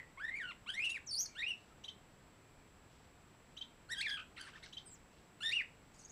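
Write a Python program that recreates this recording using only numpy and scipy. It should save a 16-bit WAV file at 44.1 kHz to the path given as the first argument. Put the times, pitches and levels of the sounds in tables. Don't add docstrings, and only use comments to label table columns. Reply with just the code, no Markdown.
import sys
import numpy as np
from scipy import signal
from scipy.fft import rfft, irfft
from scipy.io import wavfile
from scipy.ndimage import uniform_filter1d

SR = 44100
rng = np.random.default_rng(int(sys.argv[2]) if len(sys.argv) > 2 else 0)


def wrap_up_sound(samples):
    columns = np.atleast_2d(samples).T
    tamed = np.clip(columns, -1, 1)
    steps = np.round(tamed * 32767).astype(np.int16)
    wavfile.write(sys.argv[1], SR, steps)


def nominal_scale(level):
    x = np.asarray(level, float) / 20
    return 10 ** x


N = 269451
CUTOFF_HZ = 15720
# start_s, level_db
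CHIP_STARTS = [
    (1.837, -41),
    (3.567, -42),
    (4.725, -43.5),
]


def at_hz(points, hz):
    table_hz, table_db = np.array(points).T
    return np.interp(np.log(hz), np.log(table_hz), table_db)


def wobble(size, rate_hz):
    r = np.exp(-2 * np.pi * rate_hz / SR)
    settle = 2000
    white = rng.standard_normal(max(size, 8000) + settle)[:size + settle]
    slow = signal.lfilter([1], [1, -2 * r, r * r], white)[settle:]
    return slow * np.sqrt((1 - r * r) ** 3 / (1 + r * r))


def coloured(white, gain):
    hz = np.maximum(np.fft.rfftfreq(len(white), 1 / SR), 10)
    return irfft(rfft(white) * gain(hz), len(white))


def glides(rows):
    return [[(s, from_hz, db), (s + length_s, to_hz, db)] for s, length_s, from_hz, to_hz, db in rows]


def whistles():
    # time_s, pitch_hz, level_db, pressing_db (more gives stronger overtones)
    slow_arch = [
        [(0.175, 1000, -58, -5), (0.182, 1114, -54, -2), (0.193, 1120, -57, -10), (0.205, 1485, -47.5, -15),
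         (0.235, 1711, -47, -14), (0.25, 1823, -38, -13), (0.275, 1836, -53, -9), (0.29, 1940, -41.5, -14),
         (0.301, 1860, -46, -6)],
        [(0.306, 1974, -50, -18), (0.316, 2088, -46.5, -26), (0.345, 2122, -44.5, -30),
         (0.357, 2260, -43.5, -19), (0.368, 2320, -48, -14), (0.392, 2225, -43.5, -17),
         (0.402, 1920, -45.5, -21), (0.42, 1690, -44.5, -16), (0.433, 1516, -44.5, -12)],
        [(0.438, 1500, -48, -4), (0.47, 1430, -50.5, -4.5), (0.505, 1398, -53.5, 3), (0.522, 970, -58, -5)],
    ]
    big_arch = [
        [(0.663, 994, -56, -16.5), (0.68, 1400, -58, 9.5), (0.692, 1492, -46.5, 2.5), (0.706, 1595, -52, 13),
         (0.714, 1620, -68, 14)],
        [(0.72, 1620, -64, 17), (0.73, 1635, -62.5, 6), (0.747, 1846, -48, 6), (0.768, 2050, -49.5, -8),
         (0.78, 2100, -38, -16), (0.79, 2133, -36, -21), (0.802, 2470, -37, -23), (0.815, 2460, -41.5, -19)],
        [(0.82, 2510, -39, -9), (0.85, 2940, -38, -10), (0.875, 2720, -37, -11), (0.89, 2654, -45, -12),
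         (0.917, 2738, -43.5, -11), (0.932, 2866, -43.5, -5), (0.96, 2367, -41, -18), (0.98, 1590, -51.5, -9)],
    ]
    high_swoop = [
        [(1.062, 8070, -68, 2), (1.076, 5870, -46.5, -25), (1.087, 5830, -51, -18), (1.092, 5400, -45, -8),
         (1.106, 5200, -46.5, -6), (1.115, 4500, -42, -12), (1.125, 4650, -45.5, -6), (1.14, 4660, -43, -3),
         (1.148, 4310, -36.5, -11)],
        [(1.153, 4500, -38.5, -3), (1.162, 4520, -46, 1), (1.18, 5010, -38.5, -4.5), (1.2, 5870, -35.5, -1),
         (1.215, 6280, -41, 0), (1.232, 6520, -42, 3), (1.242, 6170, -50, -3), (1.253, 5800, -53, -9)],
        [(1.256, 5740, -47, 0), (1.263, 4320, -46, -2), (1.272, 4500, -61, -23)],
    ]
    short_arch = [
        [(1.354, 1370, -68.5, 8), (1.363, 1470, -54, -1), (1.375, 1637, -55.5, -1), (1.39, 1845, -45.5, 1),
         (1.415, 1888, -45, 3.5), (1.425, 2080, -38, -7), (1.437, 2550, -40.5, -25), (1.452, 2545, -39.5, -7)],
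        [(1.464, 2718, -38.5, -11.5), (1.495, 2924, -40, -3), (1.518, 2756, -41.5, -3),
         (1.525, 2677, -54.5, -10), (1.54, 2660, -44, -16)],
    ]
    warble = [
        [(3.89, 1375, -60.5, -14), (3.898, 1480, -51.5, -16), (3.91, 1830, -44.5, -9), (3.918, 1810, -43, -3),
         (3.923, 1948, -44.5, 5), (3.937, 1908, -44.5, 2), (3.946, 1815, -50, 3), (3.95, 1580, -52, 4)],
        [(3.954, 1648, -57, 0), (3.965, 1543, -56.5, 4), (3.982, 1603, -52, 10.5), (4.005, 1572, -47.5, 5),
         (4.012, 1922, -46.5, 8), (4.027, 2710, -43.5, -2), (4.046, 2270, -40.5, -23), (4.058, 2450, -41, -10),
         (4.069, 1816, -38.5, -4), (4.08, 1634, -51, 3)],
        [(4.083, 1700, -45, 2), (4.092, 1700, -44, 3), (4.1, 1530, -45, 3), (4.1055, 2200, -45, 3),
         (4.11, 1600, -46, 3), (4.116, 1650, -45, 3), (4.135, 1650, -46, 4), (4.164, 1610, -51, 3)],
        [(4.169, 1517, -51, 6.5), (4.187, 1369, -54.5, 1), (4.2, 1410, -53.5, 5.5), (4.213, 1420, -56.5, -5),
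         (4.232, 1437, -62, -3)],
    ]
    step_arch = [
        [(5.407, 1335, -55, 1), (5.413, 1471, -56.5, 5.8), (5.424, 1398, -56.5, 9.8), (5.436, 1771, -47.5, 8.7),
         (5.453, 1770, -41.5, 3), (5.457, 1818, -46.5, 7.2), (5.472, 1800, -47.5, 11.2),
         (5.498, 1800, -45.5, 9.9), (5.505, 1916, -43, 4.4)],
        [(5.508, 1890, -52, 3), (5.524, 2333, -38.5, 2), (5.536, 2844, -37, -12), (5.555, 2931, -37.5, -4),
         (5.572, 2780, -33.5, -10), (5.6, 2370, -39.5, -20), (5.612, 1990, -38, -27), (5.622, 1550, -55.5, -10)],
    ]
    # start_db, middle_db, end_db
    beak_moves = [(-19, 4, -1.5), (-3, 10, 2), (-8, -8, -1), (0, -5, 1), (7, 6.5, 17), (6, 10, 10),
                  (20, 28, 20), (23, 15, 10), (18, 20, 18), (5, -5.5, -7), (0.5, -2, -1), (17, 10, -5),
                  (4, 1.5, -11), (1, -1.5, -5), (-9, -7, -10), (4, 1, -0.5), (0, -4.5, 16)]
    notes = []
    for note, beak in zip(slow_arch + big_arch + high_swoop + short_arch + warble + step_arch, beak_moves):
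        beak_db = np.interp(np.linspace(0, 2, len(note)), range(3), beak)
        notes.append(np.column_stack([note, beak_db]))
    return syrinx(notes, jitter=.008, shimmer_db=1.5, rasp=.1, edge_s=.004)


def syrinx(notes, jitter, shimmer_db, rasp, edge_s):
    # freq_hz, level_db
    throat = [(2000, 50), (4000, 9.5), (5500, -1.5), (6800, -4), (8000, 0.5), (9500, -4), (11000, -17.5),
              (12500, -21), (14000, -32), (15500, -35)]
    quiver = 1.3
    order_fall_db, odd_db, third_db, patchy_db = 0.5, -1.5, 0.5, 3.0
    out = np.zeros(N)
    for rows in notes:
        s, pitch_hz, *controls = np.transpose(rows)
        at = np.arange(max(round((s[0] - edge_s) * SR), 0), min(round((s[-1] + edge_s) * SR), N))
        t = at / SR
        unsteady = 1 + jitter * (wobble(len(t), 70) + quiver * wobble(len(t), 220))
        share, swing_db = trill(t)
        pitch = uniform_filter1d(np.interp(t, s, pitch_hz), size=90) * unsteady * share
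        phase = 2 * np.pi * np.cumsum(pitch) / SR
        edge = np.clip(np.minimum(t - s[0], s[-1] - t) / edge_s + 1, 0, 1) ** 2
        levels = [np.interp(t, s, c) for c in controls]
        rich = len(levels) > 1
        if rich:
            levels = overtones(pitch, *levels)
        for k in range(1, 10 if rich else 2):
            flicker_db = shimmer_db * min(k, 4) ** .6 * np.clip(wobble(len(t), 90), -1.7, 1.7)
            level_db = levels[min(k, 3) - 1] + flicker_db + swing_db
            if k > 2:
                level_db = level_db + at_hz(throat, k * pitch) - order_fall_db * max(k - 6, 0)
                level_db = level_db + odd_db * (k in (5, 7)) + third_db * (k == 3)
                level_db = level_db + patchy_db * wobble(len(t), 20)
            hoarse = 1 + rasp * min(k, 4) ** .5 * 2 * np.tanh(wobble(len(t), 700) / 2)
            partial = np.sin(k * phase + k * k) * (k * pitch < CUTOFF_HZ)
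            out[at] += hoarse * np.sqrt(2) * nominal_scale(level_db) * edge * partial
    return out


def overtones(pitch, level_db, press_db, beak_db=0):
    # freq_hz, level_db re fundamental
    windpipe = [(2000, 6.5), (3900, -5), (4300, -7.5), (6000, -21), (8300, -20), (9200, -0.5),
                (10300, -27.5), (13000, -18.5)]
    octave_db = level_db + press_db + at_hz(windpipe, 2 * pitch)
    upper_db = -22 + press_db - 4 * np.log2(pitch / 2000) + beak_db
    upper_db = upper_db + .25 * (level_db + 46)
    return level_db, octave_db, level_db + upper_db


def trill(t):
    # first_top_s, end_s, rate_hz, pitch_share, level_db
    trill_rows = [(1.1790, 1.24, 190, .03, 4), (4.1840, 4.24, 69, .13, 1), (4.1340, 4.162, 62, .022, 1),
                  (6.0500, 6.11, 170, .035, 5), (1.468, 1.54, 75, .012, 1.5), (4.118, 4.135, 110, .015, 2),
                  (0.953, 0.985, 120, .01, 3), (0.692, 0.775, 80, .015, 2.5), (5.4615, 5.51, 94, .008, 3.5),
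                  (5.585, 5.625, 135, .01, 4), (0.4450, 0.51, 90, .025, 2.5), (0.2550, 0.33, 55, .02, 1),
                  (0.342, 0.43, 65, .012, 2.5)]
    # time_s, pitch_share, level_db
    flick_rows = [(0.261, 0.067, -7), (0.281, -0.0046, 5.5), (0.367, 0.016, 6.5), (0.412, 0.044, 9),
                  (0.466, -0.047, -5), (0.774, -0.019, -1), (0.781, 0.01, 1), (0.786, 0.0047, -7),
                  (0.826, -0.0029, -2), (0.862, -0.003, -4.5), (0.881, -0.0072, -4), (0.889, 0.013, 1),
                  (0.284, -0.0068, 2), (3.977, 0.037, -1), (5.482, 0.0264, 0), (0.303, -0.0041, -5),
                  (0.907, 0.0065, -1), (0.87, 0.00019, 0), (1.443, -0.008, 3.5), (5.539, 0.0026, 6),
                  (0.929, -0.0062, -7), (0.94, 0.0062, -8), (1.131, -0.018, 3), (1.46, 0.0086, -8),
                  (1.489, -0.0021, 3), (1.499, 0.0067, -2), (3.989, 0.079, 3), (4.016, 0.0034, 8),
                  (4.039, 0.012, -2), (4.178, -0.062, 1), (5.488, 0.011, -3.5), (5.547, 0.011, -2),
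                  (5.581, 0.0065, -10)]
    lead_s, ramp_s, flick_s = .018, 0.014, 0.0059
    share, swing_db = np.zeros(len(t)), np.zeros(len(t))
    for top_s, end_s, rate_hz, depth, level_db in trill_rows:
        ramp = np.clip(np.minimum(t - top_s + lead_s, end_s - t) / ramp_s, 0, 1)
        beat = np.cos(2 * np.pi * rate_hz * (t - top_s)) * ramp
        share, swing_db = share + depth * beat, swing_db + level_db * beat
    for s, depth, level_db in flick_rows:
        flick = np.clip(1 - abs(t - s) / flick_s, 0, 1)
        share, swing_db = share + depth * flick, swing_db + level_db * flick
    return 1 + share, swing_db


def chips():
    # after_s, pitch_hz, level_db, pressing_db
    chip_shape = [
        [(0.001, 2800, -18, 8), (0.005, 2984, -12, 12), (0.0095, 3200, -6, 0), (0.012, 3800, -6, -8),
         (0.017, 3850, -19, -6), (0.023, 3880, -12, -8), (0.027, 3800, -21, -4)],
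        [(0.0445, 3080, -8, 0), (0.048, 3110, -3, 0), (0.052, 3140, -2, -3), (0.0565, 3150, -9, -5),
         (0.0585, 3400, -3, -6), (0.0605, 3850, -11, -9), (0.064, 3800, -20, -8)],
    ]
    beak_db = -8
    ring_hz, ring_t60_s, ring_db = 3140, 0.1, -5
    notes = []
    for s, db in CHIP_STARTS:
        for note in chip_shape:
            placed = np.array(note) * [1, rng.normal(1, .005), 1, 1] + [s, 0, db, 0]
            notes.append(np.column_stack([placed, np.full(len(note), beak_db)]))
    voice = syrinx(notes, jitter=.006, shimmer_db=1.5, rasp=.15, edge_s=.002)
    r = nominal_scale(-60 / (ring_t60_s * SR))
    poles = [1, -2 * r * np.cos(2 * np.pi * ring_hz / SR), r * r]
    ring = signal.lfilter([1 - r, 0, r - 1], poles, voice + 1e-18)
    return voice + nominal_scale(ring_db) * ring


def chatter():
    # top_s, half_length_s, top_hz, level_db, pressing_db
    syllables = [(4.474, 0.012, 1804, -52.5, -15), (4.49, 0.0087, 1223, -59.5, -3),
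                 (4.538, .011, 1617, -58.5, -1), (4.56, 0.014, 1853, -53, -8),
                 (4.579, 0.0071, 1373, -61, -4.5), (4.64, 0.013, 2263, -54, 8.5),
                 (4.665, 0.012, 1700, -61, -12)]
    # time_s, pitch_hz, level_db, pressing_db, beak_db
    lead = [
        [(4.365, 3160, -60, 2, -6), (4.373, 1870, -52.5, -11, 1), (4.378, 2030, -53, -8, 3),
         (4.384, 2840, -63, -6, -8), (4.39, 1920, -50, -5, -3)],
        [(4.368, 4280, -70, -20, -18), (4.374, 2870, -61, -16, -20), (4.383, 4330, -60, -20, -20),
         (4.39, 3240, -61, -20, -20)],
    ]
    # top_s, half_length_s, top_hz, level_db, beak_db
    rattle = [(4.383, 0.0039, 1465, -57, 6), (4.402, 0.0058, 1595, -56, 12),
              (4.4135, 0.0038, 1660, -50, 19.5), (4.426, .004, 1604, -57.5, 15),
              (4.439, 0.0043, 1520, -59, 14), (4.454, 0.005, 1470, -61, 11), (4.474, .003, 1780, -66, 20),
              (4.483, .003, 1495, -69, 12)]
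    sag, edge_db, edge_press_db, beak_open_db = .28, -13, -3, 3
    rattle_sag, rattle_edge_db, rattle_press_db = 0.097, -4.5, -1.5
    humps = []
    for s, half_s, hz, db, press_db in syllables:
        end = (hz * (1 - sag), db + edge_db, press_db + edge_press_db, beak_open_db)
        humps.append([(s - half_s, *end), (s, hz, db, press_db, beak_open_db), (s + half_s, *end)])
    beats = []
    for s, half_s, hz, db, beak_db in rattle:
        end = (hz * (1 - rattle_sag), db + rattle_edge_db, rattle_press_db, beak_db)
        beats.append([(s - half_s, *end), (s, hz, db, rattle_press_db, beak_db), (s + half_s, *end)])
    return syrinx(lead + humps + beats, jitter=.008, shimmer_db=1.5, rasp=.13, edge_s=.003)


def hoarse_notes():
    # time_s, pitch_hz, level_db
    old_tail = [
        [(0.0, 2054, -45), (0.012, 1960, -57), (0.035, 1930, -65), (0.14, 1950, -80)],
    ]
    # start_s, length_s, from_hz, to_hz, level_db
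    buzz = [(5.92, .018, 5400, 8100, -81), (5.942, 0.01, 6900, 7200, -73), (5.942, .018, 4900, 4730, -82),
            (5.957, .008, 6700, 7300, -70), (5.966, 0.03, 4400, 6200, -76), (5.98, .009, 8000, 9450, -73),
            (5.991, 0.014, 6600, 6800, -61.5), (6.0, 0.024, 8200, 7900, -74),
            (6.011, 0.016, 5600, 6400, -66), (6.022, .018, 4080, 4570, -73),
            (6.036, 0.0077, 5560, 6250, -65), (6.045, 0.016, 6370, 6600, -56.5),
            (6.08, 0.022, 4750, 6600, -67), (6.1, .009, 6650, 6500, -60.5)]
    return syrinx(old_tail + glides(buzz), jitter=.018, shimmer_db=3.0, rasp=.35, edge_s=.003)


def thin_notes():
    # time_s, pitch_hz, level_db
    thin = [
        [(4.853, 8250, -69), (4.868, 8550, -56.5), (4.885, 7920, -59), (4.91, 7370, -68), (4.93, 7700, -56.5),
         (4.942, 7740, -60.5), (4.955, 5900, -72), (4.968, 5080, -76)],
    ]
    # start_s, length_s, from_hz, to_hz, level_db
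    faint = [(0.857, .008, 3280, 3980, -54), (0.9, .02, 6600, 6930, -58), (0.901, .02, 9000, 9800, -59),
             (0.901, .009, 3100, 4100, -52), (1.705, .025, 1360, 1280, -70), (4.865, .03, 5200, 4740, -73),
             (4.872, .012, 10200, 9800, -82), (4.92, .015, 4250, 4050, -80),
             (4.918, .012, 14900, 15650, -78), (4.932, .012, 15650, 14600, -77),
             (1.178, .012, 15400, 15500, -72)]
    return syrinx(thin + glides(faint), jitter=.012, shimmer_db=3.0, rasp=.15, edge_s=.004)


def air_events():
    # peak_s, length_s, level_db
    voice_breaks = [(0.511, .013, -74), (0.851, .018, -52), (0.897, .012, -50.5), (0.98, .0071, -72),
                    (1.208, .0025, -51), (3.95, .0041, -68), (4.012, .014, -62), (4.104, .0067, -60)]
    throat_rasps = [(1.259, .0065, -66), (4.199, .027, -68), (4.382, .02, -64), (4.415, .057, -66),
                    (4.468, .03, -64), (4.555, .04, -67), (4.635, .04, -68), (4.5, .03, -68)]
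    high_grains = [
        (1.198, 0.0086, -61),
        (4.375, 0.028, -71),
        (4.45, 0.046, -69),
        (4.638, 0.016, -67),
    ]
    soft_washes = [(1.603, .12, -78), (2.926, .15, -79), (4.035, .03, -62), (4.782, .034, -67.5),
                   (4.642, .045, -64), (4.565, .02, -70), (5.138, .1, -78), (5.508, .035, -62)]
    buzz_air = [
        (5.95, 0.036, -71),
        (5.995, 0.047, -66.5),
        (6.058, 0.07, -83),
    ]
    # low_hz, high_hz
    air_bands = [
        (2320, 10200),
        (1280, 5800),
        (8240, 9400),
        (2840, 6400),
        (4500, 9300),
    ]
    # after_s, length_s, low_hz, high_hz, level_db re chip
    chip_air = [(0.005, .012, 2500, 6500, -21), (.047, 0.016, 2400, 5600, -21),
                (.013, 0.027, 8800, 12300, -33), (.014, .012, 5700, 7000, -25), (.05, .02, 5700, 6600, -27),
                (.064, .025, 3500, 4100, -26)]
    kinds = voice_breaks, throat_rasps, high_grains, soft_washes, buzz_air
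    rows = []
    for band, events in zip(air_bands, kinds):
        rows += [(s, length_s, *band, db) for s, length_s, db in events]
    for s, db in CHIP_STARTS:
        rows += [(s + after_s, *shape, db + under_db) for after_s, *shape, under_db in chip_air]
    return rows


def puffs():
    tilt_db_per_octave = -4.5
    out = np.zeros(N)
    for s, length_s, low_hz, high_hz, level_db in air_events():
        at = np.arange(round((s - length_s / 2) * SR), min(round((s + 2 * length_s) * SR), N))
        grain_db = 3.5 * wobble(len(at), 200) + trill(at / SR)[1]
        air = rng.standard_normal(SR)[:len(at)] * nominal_scale(grain_db)
        band = signal.butter(4, [low_hz, high_hz], "band", fs=SR, output="sos")
        air = signal.sosfilt(band, air) * np.sqrt(SR / 2 / (high_hz - low_hz))
        late = (at / SR - s) / length_s
        push = np.cos(np.pi * np.where(late < 0, late, late / 4)) ** 2
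        out[at] += nominal_scale(level_db) * air * push
    return coloured(out, lambda hz: nominal_scale(tilt_db_per_octave * np.log2(hz / 4000)))


def far_birds():
    # start_s, length_s, from_hz, to_hz, level_db
    calls = [
        (1.29, .07, 2300, 2260, -70),
        (2.42, .25, 2420, 2380, -84),
        (5.13, .08, 2700, 2770, -83),
    ]
    return syrinx(glides(calls), jitter=.015, shimmer_db=3.0, rasp=.4, edge_s=.015)


def fade(rounds):
    return nominal_scale(-60 * rounds) + nominal_scale(-18 - 30 * rounds)


def room(x):
    # freq_hz, t60_s
    room_t60 = [(500, 0.064), (2500, 0.22), (6000, 0.2), (12000, 0.1)]
    room_db, gap_s = -10.5, 0.002
    t, tail = np.arange(SR // 2) / SR, 0
    for hz in 250 * 2 ** np.arange(0, 6.5, .5):
        band = signal.butter(2, [hz / 2 ** .25, hz * 2 ** .25], "band", fs=SR, output="sos")
        tail = tail + signal.sosfilt(band, rng.standard_normal(len(t))) * fade(t / at_hz(room_t60, hz))
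    tail = tail * (t > gap_s)
    return nominal_scale(room_db) * signal.fftconvolve(x, tail / np.sqrt(np.sum(tail ** 2)))[:N]


def camera():
    # freq_hz, density_db_per_hz
    hiss_shape = [(12, -29), (20, -2), (137, -3), (650, -13), (707, -10.5), (790, -14), (908, -12.5),
                  (1130, -15), (1230, -15), (2340, -19), (6040, -30.5), (7760, -32.5), (8670, -34.5),
                  (15600, -40.5)]
    slip_times = [1.928, 2.105, 2.39, 3.335, 4.34, 5.19, 5.355]
    # freq_hz, level_db
    tones = [
        (7750, -88),
        (15370, -98),
        (15503, -98),
    ]
    hiss_db, whine_db = -63, -77.5
    whine_hz, flips_per_s, first_flip_s = 7685.5, 58.75, 0.0107
    slip_hz, slip_s = 337.4, 0.007
    t = np.arange(N) / SR
    hiss = coloured(rng.standard_normal(N), lambda hz: nominal_scale(at_hz(hiss_shape, hz)))
    slip = sum(np.exp(-((t - s) / slip_s) ** 2) for s in slip_times)
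    sign = np.clip(12 * np.sin(np.pi * flips_per_s * (t - first_flip_s)), -1, 1)
    whine = sign * np.sin(2 * np.pi * np.cumsum(whine_hz + slip_hz * slip) / SR)
    lines = sum(nominal_scale(line_db) * np.sin(2 * np.pi * hz * t) for hz, line_db in tones)
    return nominal_scale(hiss_db) * hiss / np.std(hiss) + np.sqrt(2) * (nominal_scale(whine_db) * whine + lines)


def scene():
    bird = whistles() + chatter() + chips()
    bird += hoarse_notes() + thin_notes() + far_birds()
    bird += puffs()
    return (bird + room(bird) + camera())[None]


def top_cut(x):
    return signal.sosfilt(signal.butter(12, 15710, fs=SR, output="sos"), x)


def record(dry):
    low_pass = signal.cheby2(12, 50, CUTOFF_HZ + 500, fs=SR, output="sos")
    mix = signal.sosfilt(low_pass, dry)
    return top_cut(mix)


dry = scene()
out = record(dry)
wrap_up_sound(out)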